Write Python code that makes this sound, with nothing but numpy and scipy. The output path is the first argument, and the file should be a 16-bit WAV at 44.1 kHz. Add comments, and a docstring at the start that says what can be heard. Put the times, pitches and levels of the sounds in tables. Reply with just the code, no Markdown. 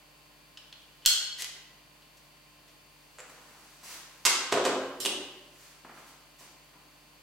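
"""Small, bright ticks of metal type against a steel composing stick, close up in a hard-walled workshop.
The clamp snaps shut with a low thump and the type grates home. The printer walks off, clothes swishing;
to the right a tool clacks down, a wooden case is bumped twice and a small piece drops. The steps
return. Each hit is a burst of micro-impacts ringing a resonant body; air and mains hum lie underneath."""
import sys
import numpy as np
from scipy import signal
from scipy.fft import rfft, irfft, next_fast_len
from scipy.io import wavfile
from scipy.ndimage import uniform_filter1d

SR = 44100
rng = np.random.default_rng(int(sys.argv[2]) if len(sys.argv) > 2 else 0)


def store_wav(level_fs):
    """Save 16-bit WAV to argv[1]."""
    pcm = np.round(np.clip(np.atleast_2d(level_fs), -1, 1) * 32767)
    wavfile.write(sys.argv[1], SR, pcm.T.astype(np.int16))


N = 318709

# Cues. A hit's level is its drive into the body, rattle its decay time, treble its high-shelf gain.
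# type ticks on the stick: t/s, level/dB, rattle/s, treble/dB, ring/Hz, overtone/Hz
TICK_HITS = [(0.573, -43.5, 0.004, -2, 2960, 5140), (0.7265, -45, 0.003, -2.5, 3410, 4250),
             (0.82, -63, 0.003, 3, 3430, 5140), (1.021, -51, 0.03, -3, 2980, 3100),
             (1.052, -40, 0.0049, 3.5, 3520, 4250), (1.445, -44, 0.004, 1, 4400, 5100),
             (2.022, -60.5, 0.0053, -0.5, 3000, 4200)]
# single touches: t/s, level/dB, rattle/s, treble/dB
CLAMP_HITS = [(1.0602, -16.5, 0.0015, -0.5)]  # the clamp shuts
TYPE_HITS = [(1.4216, -30, 0.0022, -5), (1.4446, -40, 0.00097, -0.5), (2.17, -60.5, 0.028, 1),
             (2.68, -49.5, 0.016, -15)]  # the type butts home and shifts
TINKLE_HITS = [(5.0015, -35, 0.0094, 0), (5.018, -44, 0.0086, -3)]  # the small piece slides
CLINK_HITS = [(5.0506, -31.5, 0.0034, 2.5), (5.059, -26, 0.0026, 0.5), (5.065, -33, 0.0026, 0.5)]  # it lands and bounces
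SHOE_DRAGS = [(3.47, -56, 0.24, 4), (3.925, -68, 0.18, 12), (6.73, -56.5, 0.039, -10)]
# blows that rebound: t/s, level/dB, rattle/s, treble/dB, first gap/s
CARRY_HITS = [(3.185, -45.5, 0.0037, -3, 0.008)]
TOOL_HITS = [(4.2516, -23.5, 0.0041, 1, 0.004)]
CASE_HITS = [(4.5235, -22, 0.006, -0.5, 0.017), (4.651, -26.5, 0.013, 4, 0.013)]
# footsteps: t/s, heel level/dB, sole level/dB, treble/dB
FOOTSTEPS = [(3.25, -58, -57.5, -6.5), (3.83, -55.5, -74, -17), (5.848, -47.5, -56, -2.5),
             (6.41, -56, -71, -21)]
# sub-bass thumps: t/s, level/dB
LOW_THUMPS = [(1.0602, -41), (1.126, -52), (4.252, -54)]
# cloth strokes: peak t/s, level/dB, rise/s, fall/s
STRIDE_SWISHES = [(3.3, -60, .008, 0.015), (3.845, -51, 0.013, 0.046), (3.922, -50.5, 0.047, 0.053),
                  (5.65, -62.5, 0.11, 0.075), (5.99, -64, 0.067, 0.023), (6.08, -61, 0.028, .03),
                  (6.395, -57, 0.01, 0.054)]
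LONG_RUSTLE = [(3.7, -67.5, 0.66, 2.2)]

# broad tone of each source: f/Hz, level/dB
TICK_EQ = [(100, -14), (700, -21), (1500, -3.5), (2200, -9.5), (3000, 6.5), (4000, 0), (5500, -6),
           (7200, -10), (9500, -20), (16000, -33)]
STICK_EQ = [(100, -60), (500, -24.5), (1100, -20), (1500, -9), (2350, -12), (3100, 4), (3950, -3),
            (5200, 0.5), (7300, 2), (9500, -5.5), (14000, -6.5), (16000, -13)]
TYPE_EQ = [(100, -38), (500, -10.5), (900, -15), (2000, -3.5), (3200, 2), (7000, 3), (9500, -2.5),
           (12000, -3), (16000, -19)]
CARRY_EQ = [(150, -15), (380, -5), (520, 7.5), (850, -4.5), (1300, 2), (2800, -4.5), (3500, -10),
            (6200, -13), (7300, 0.5), (8400, -10), (10000, -17), (16000, -32)]
TOOL_EQ = [(100, -33), (230, -15.5), (380, -3), (620, -11), (1050, 0.5), (1700, -1.5), (3100, 1), (4900, 2),
           (7500, 1.5), (10000, -5), (12300, -8), (15500, -25)]
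CASE_EQ = [(60, -33), (120, -21.5), (200, -12.5), (370, -3.5), (600, -4.5), (830, -8), (1050, -5),
           (2000, -13.5), (3100, -11.5), (5000, -16.5), (8200, -17), (9200, -26), (12000, -29),
           (15500, -49)]
TINKLE_EQ = [(300, -11), (2400, -7.5), (3000, 1), (4000, 3), (8500, -3), (11000, 0), (15000, -6),
             (16000, -18)]
CLINK_EQ = [(100, -27), (270, 1.5), (430, 8), (750, -3.5), (2100, -8), (2900, 5), (3700, 0), (4800, -5),
            (7800, -5), (8900, -2), (11000, -12.5), (15500, -20)]
STEP_EQ = [(70, -36), (170, 0), (290, 6), (450, -1.5), (800, 2), (1280, 2.5), (2000, -3), (3500, -16),
           (8000, -32), (16000, -43)]
CLOTH_EQ = [(150, -16), (900, -0.5), (2000, 0.5), (3500, -0.5), (6000, 1.5), (8000, 0), (11000, -3.5),
            (15500, -6.5)]
AIR_EQ = [(26, -28), (45, -13.5), (96, -6), (139, -3.5), (290, -5.5), (353, -6), (833, -4.5), (1040, -4),
          (1300, -8), (2770, -6.5), (3900, -10.5), (4640, -10.5), (5110, -13.5), (15800, -17.5)]
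# resonances of each body: f/Hz, width/Hz, level above its EQ/dB
STICK_RINGS = [(1470, 70, 7), (3050, 120, 2), (3284, 60, 9), (4235, 35, 9), (4317, 30, 19), (5276, 25, 5),
               (6363, 25, 4), (7510, 30, 7), (8549, 30, 6), (11400, 40, 5), (13630, 60, 6)]
TYPE_RINGS = [(1985, 50, 10), (3200, 150, 3)]
WALL_RING = [(2000, 60, 14)]  # the stick's wall, rubbed by slipping type
TOOL_RINGS = [(1120, 60, 5), (2110, 80, 5), (2730, 70, 8), (3550, 110, 1), (5050, 130, 5), (5600, 60, 4),
              (6510, 60, 3), (8400, 60, 4), (10200, 70, 4), (11800, 90, 6)]
CASE_RINGS = [(271, 20, 6), (357, 26, 5), (407, 20, 5), (527, 28, 8), (653, 30, 8), (702, 20, 6),
              (1620, 90, 3)]
TINKLE_RINGS = [(3030, 90, 7.3), (4700, 45, 6), (5370, 46, 13), (7400, 82, 14), (8560, 58, 18)]
CLINK_RINGS = [(2843, 110, 5), (3270, 90, 5)]

# the workshop's reverb time: f/Hz, T60/s
REVERB_TIME = [(100, 0.98), (400, 0.98), (1200, 0.98), (3000, 0.83), (7000, 0.6), (12000, 0.31),
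               (16000, 0.24)]
# stereo image: f/Hz, left-right correlation (0 wide, 1 mono)
REVERB_IMAGE = [(100, 0.98), (400, 1), (1000, 0.84), (2000, 0.53), (4000, 0.032), (12000, 0.059)]
AIR_IMAGE = [(50, 0.1), (400, 0.54), (1500, 0.2), (5000, 0.043), (15000, 0.082)]
# mains hum and whine: f/Hz, level before the trim/dB
HUM_PARTIALS = [(49, -72), (150, -72), (300, -73), (600, -77), (1050, -74), (2400, -75.5), (2700, -75.5),
                (3000, -78.5), (3600, -85), (4200, -78), (4500, -72), (4800, -75)]


def clamp_snap():
    """The clamp shuts in one hard, tight hit that rings the steel stick."""
    return body(contacts(CLAMP_HITS, grain_db=1.5), STICK_EQ, STICK_RINGS)


def type_ticks(width_hz=70, ring_db=8, overtone_db=12.5):
    """Each piece of type taps the stick and rings briefly at its own pitch, with one overtone."""
    out = 0
    for *touch, ring_hz, overtone_hz in TICK_HITS:
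        rings = [(ring_hz, width_hz, ring_db), (overtone_hz, width_hz, overtone_db)]
        out += body(contacts([touch], grain_db=2.0), TICK_EQ, rings)
    return out


def type_grate(start_s=1.379, gap_s=0.0075, count=5, swell_s=0.018, swell_db=8):
    """Type sticks and slips along the wall at even gaps; the push builds, then holds."""
    full_db, rattle_s, treble_db = -36, 0.012, -4
    ages = gap_s * np.arange(count)
    levels = full_db - swell_db * np.maximum(1 - ages / swell_s, 0)
    slips = [(start_s + age, db, rattle_s, treble_db) for age, db in zip(ages, levels)]
    return body(contacts(slips, grain_db=4.0), TYPE_EQ, TYPE_RINGS + WALL_RING)


def type_seating():
    """The type butts home with a gritty click, then shifts faintly in the stick."""
    return body(contacts(TYPE_HITS, grain_db=5.0), TYPE_EQ, TYPE_RINGS)


def stick_carry():
    """The stick knocks lightly as it is carried off, each rebound brighter."""
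    hits = rebounds(CARRY_HITS, gap_ratio=1.1, loss_db=3.5, treble_step_db=5.0)
    return body(contacts(hits, grain_db=2.5), CARRY_EQ)


def tool_clack(settle_after_s=0.0134, settle_db=-18, settle_rattle_s=0.0022, settle_treble_db=-6):
    """A metal tool chatters as it lands, then its weight settles with a duller knock."""
    chatter = rebounds(TOOL_HITS, gap_ratio=0.9, loss_db=0.1, treble_step_db=-1.2)
    settle = (TOOL_HITS[0][0] + settle_after_s, settle_db, settle_rattle_s, settle_treble_db)
    return body(contacts(chatter + [settle], grain_db=2.5), TOOL_EQ, TOOL_RINGS)


def case_bumps(graze_softer_db=11.5, graze_lead=0.8):
    """A wooden case is grazed, bumped and left rocking; the slower the bump, the earlier the graze."""
    grazes = [(s - graze_lead * rattle_s, db - graze_softer_db, rattle_s, treble_db)
              for s, db, rattle_s, treble_db, _ in CASE_HITS]
    rocking = rebounds(CASE_HITS, gap_ratio=1.9, loss_db=0.8, treble_step_db=-12)
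    return body(contacts(grazes + rocking, grain_db=4.5), CASE_EQ, CASE_RINGS)


def piece_slide():
    """A small metal piece tinkles as it slides, just before it drops."""
    return body(contacts(TINKLE_HITS, grain_db=1), TINKLE_EQ, TINKLE_RINGS)


def piece_drop():
    """The piece lands and bounces in a quick cluster of clinks."""
    return body(contacts(CLINK_HITS, grain_db=0.5), CLINK_EQ, CLINK_RINGS)


def low_thump(hz=6.4, rise_s=0.00087, decay_s=0.05):
    """A deep, quickly damped sub-bass thump at and just after the snap, and under the clack."""
    t, out = np.arange(N) / SR, 0
    for s, db in LOW_THUMPS:
        age = np.maximum(t - s, 0)
        envelope = (1 - np.exp(-age / rise_s)) * np.exp(-age / decay_s)
        out += from_db(db) * envelope * np.cos(2 * np.pi * hz * age)
    return out


def footsteps(heel_rattle_s=0.005, sole_rattle_s=0.011, sole_after_s=0.046, toe_after_s=0.126):
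    """The heel strikes, then a brighter sole and toe slap down; here and there a shoe drags."""
    hits = []
    for s, heel_db, sole_db, treble_db in FOOTSTEPS:
        bright_db = treble_db + 12
        hits += [(s, heel_db, heel_rattle_s, treble_db),
                 (s + sole_after_s, sole_db, sole_rattle_s, bright_db),
                 (s + toe_after_s, sole_db - 1, sole_rattle_s, bright_db)]
    return body(contacts(hits + SHOE_DRAGS, grain_db=5.5), STEP_EQ)


def cloth_swish():
    """Rubbing cloth: countless tiny slips under strokes that swell and die away."""
    t, power = np.arange(N) / SR, 0
    for s, db, rise_s, fall_s in STRIDE_SWISHES + LONG_RUSTLE:
        stroke = np.exp(-np.where(t < s, ((t - s) / rise_s) ** 2, (t - s) / fall_s))
        power += (from_db(db) * stroke) ** 2
    slips = unit_energy(grit(N, grain_db=2.0)) * np.sqrt(N)
    return body(np.sqrt(power) * slips, CLOTH_EQ)


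def rebounds(blows, gap_ratio, loss_db, treble_step_db, count=3):
    """A rocking object repeats its blow: gaps scale by a ratio, level and treble move in even steps."""
    hits = []
    for s, db, rattle_s, treble_db, gap_s in blows:
        for k in range(count):
            hits.append((s, db - k * loss_db, rattle_s, treble_db + k * treble_step_db))
            s += gap_s * gap_ratio ** k
    return hits


def contacts(hits, grain_db, shelf_hz=1500, size=16384):
    """The exciter: each contact is a dying rattle of micro-impacts with no pitch of its own."""
    force, t = np.zeros(N + size), np.arange(size) / SR
    for s, db, rattle_s, treble_db in hits:
        burst = whiten(grit(size, grain_db) * np.exp(-t / rattle_s), width_hz=160)
        lows = signal.lfilter(*signal.butter(1, shelf_hz, fs=SR), burst)
        burst = lows + from_db(treble_db) * (burst - lows)  # a harder touch is brighter
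        start = int(s * SR)
        force[start:start + size] += from_db(db) * np.sqrt(SR / 100) * burst
    return force[:N]


def body(force, eq, rings=(), size=16384):
    """The resonator: crowded short modes give a broad tone, with clear rings on top."""
    hz = np.arange(size // 2 + 1) * SR / size
    ring_power = np.ones(len(hz))
    for centre, width, db in rings:
        ring_power += (from_db(db) ** 2 - 1) / (1 + (2 * (hz - centre) / width) ** 2)
    magnitude = from_db(at_hz(eq, hz)) * np.sqrt(ring_power)
    cepstrum = irfft(np.log(magnitude))
    cepstrum[1:size // 2] *= 2  # minimum phase: nothing sounds before the blow
    cepstrum[size // 2:] = 0
    impulse = unit_energy(irfft(np.exp(rfft(cepstrum))))
    return signal.oaconvolve(force, impulse)[:N]


def grit(size, grain_db):
    """Noise of uneven micro-impacts; grain_db spreads their levels for a coarser texture."""
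    return rng.standard_normal(size) * from_db(grain_db * rng.standard_normal(size))


def whiten(x, width_hz):
    """Level a decaying noise across bands of this width, keeping its fine texture."""
    size, spectrum = x.shape[-1], rfft(x)
    bins = max(int(width_hz * size / SR), 3)
    band_power = uniform_filter1d(np.abs(spectrum) ** 2, bins)
    flat = irfft(spectrum / np.sqrt(np.abs(band_power) + 1e-20))
    first_half = np.arange(size) < size // 2
    return unit_energy(flat * first_half)


def from_db(db):
    """Decibels to gain."""
    return 10 ** (np.asarray(db) / 20)


def at_hz(points, hz):
    """Read a curve on a log-frequency axis."""
    f, value = np.transpose(points)
    return np.interp(np.log(np.maximum(hz, 1)), np.log(f), value)


def unit_energy(x):
    """Scale each channel to a sum of squares of 1."""
    return x / np.sqrt(np.sum(x ** 2, axis=-1, keepdims=True) + 1e-30)


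def stereo_noise(image, size):
    """Frequencies and left/right spectra of white noise whose stereo width follows the image curve."""
    mid, side = rfft(rng.standard_normal((2, size)))
    hz = np.arange(len(mid)) * SR / size
    alike = at_hz(image, hz)
    return hz, np.sqrt(1 + alike) * mid + np.sqrt(1 - alike) * side * [[1], [-1]]


def place(sound, room, wet_db, right_db):
    """Pan the direct sound and add its reverb send."""
    pan = np.sqrt(2) * unit_energy(from_db([-right_db / 2, right_db / 2]))
    reverb = signal.fftconvolve(sound[None], room, axes=1)[:, :N]
    return pan[:, None] * sound + from_db(wet_db) * reverb


def workshop_reverb(build_s=0.0021, size=81920):
    """Stereo response of hard walls: reflections build, then die away, the treble first."""
    hz, noise = stereo_noise(REVERB_IMAGE, size)
    t, tail = np.arange(size) / SR, 0
    centres = np.geomspace(100, 16000, 9)
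    for centre, band_gains in zip(centres, np.eye(len(centres))):
        band = irfft(noise * at_hz(np.c_[centres, band_gains], hz))
        tail += band * np.exp(-np.log(1000) * t / at_hz(REVERB_TIME, centre))
    diffuse = whiten(tail * (1 - np.exp(-t / build_s)), width_hz=51)
    stored = np.sqrt(at_hz(REVERB_TIME, hz))  # bands that ring longer hold more energy
    return unit_energy(irfft(rfft(diffuse) * stored)[:, :size // 2])


def room_air(level_db=-59):
    """Still air: a wide, steady bed of soft hiss."""
    hz, noise = stereo_noise(AIR_IMAGE, next_fast_len(N, True))
    air = irfft(noise * from_db(at_hz(AIR_EQ, hz)))[:, :N]
    return from_db(level_db) * unit_energy(air) * np.sqrt(N)


def mains_hum(trim_db=-0.24):
    """Steady sines: a low mains hum with a thin whine above it."""
    t = np.arange(N) / SR
    return sum(from_db(db + trim_db) * np.sqrt(2) * np.sin(2 * np.pi * (hz * t + rng.random()))
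               for hz, db in HUM_PARTIALS)


def scene():
    """The mix: stick, steps and cloth sit near the centre; tool, case and small piece to the right."""
    room = workshop_reverb()
    out = place(type_ticks(), room, wet_db=-1.0, right_db=0.0)
    out += place(clamp_snap(), room, wet_db=3.5, right_db=0.5)
    out += place(type_grate(), room, wet_db=0.0, right_db=-1.5)
    out += place(type_seating(), room, wet_db=-1.5, right_db=-1.5)
    out += place(stick_carry(), room, wet_db=0.0, right_db=-0.3)
    out += place(tool_clack(), room, wet_db=2.5, right_db=5.5)
    out += place(case_bumps(), room, wet_db=0.5, right_db=2.5)
    out += place(piece_slide(), room, wet_db=6.5, right_db=11)
    out += place(piece_drop(), room, wet_db=0.5, right_db=2.5)
    out += place(footsteps(), room, wet_db=2.0, right_db=-1.0)
    out += place(cloth_swish(), room, wet_db=7.0, right_db=-0.5)
    return out + low_thump() + room_air() + mains_hum()


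def record(dry):
    """Master chain: soft clipping rounds the peaks, then a steep low-pass trims the very top."""
    ceiling, cutoff_hz = 0.9, 15900
    rounded = ceiling * np.tanh(dry / ceiling)
    return signal.sosfilt(signal.ellip(10, .1, 80, cutoff_hz, fs=SR, output="sos"), rounded)


dry = scene()
out = record(dry)
store_wav(out)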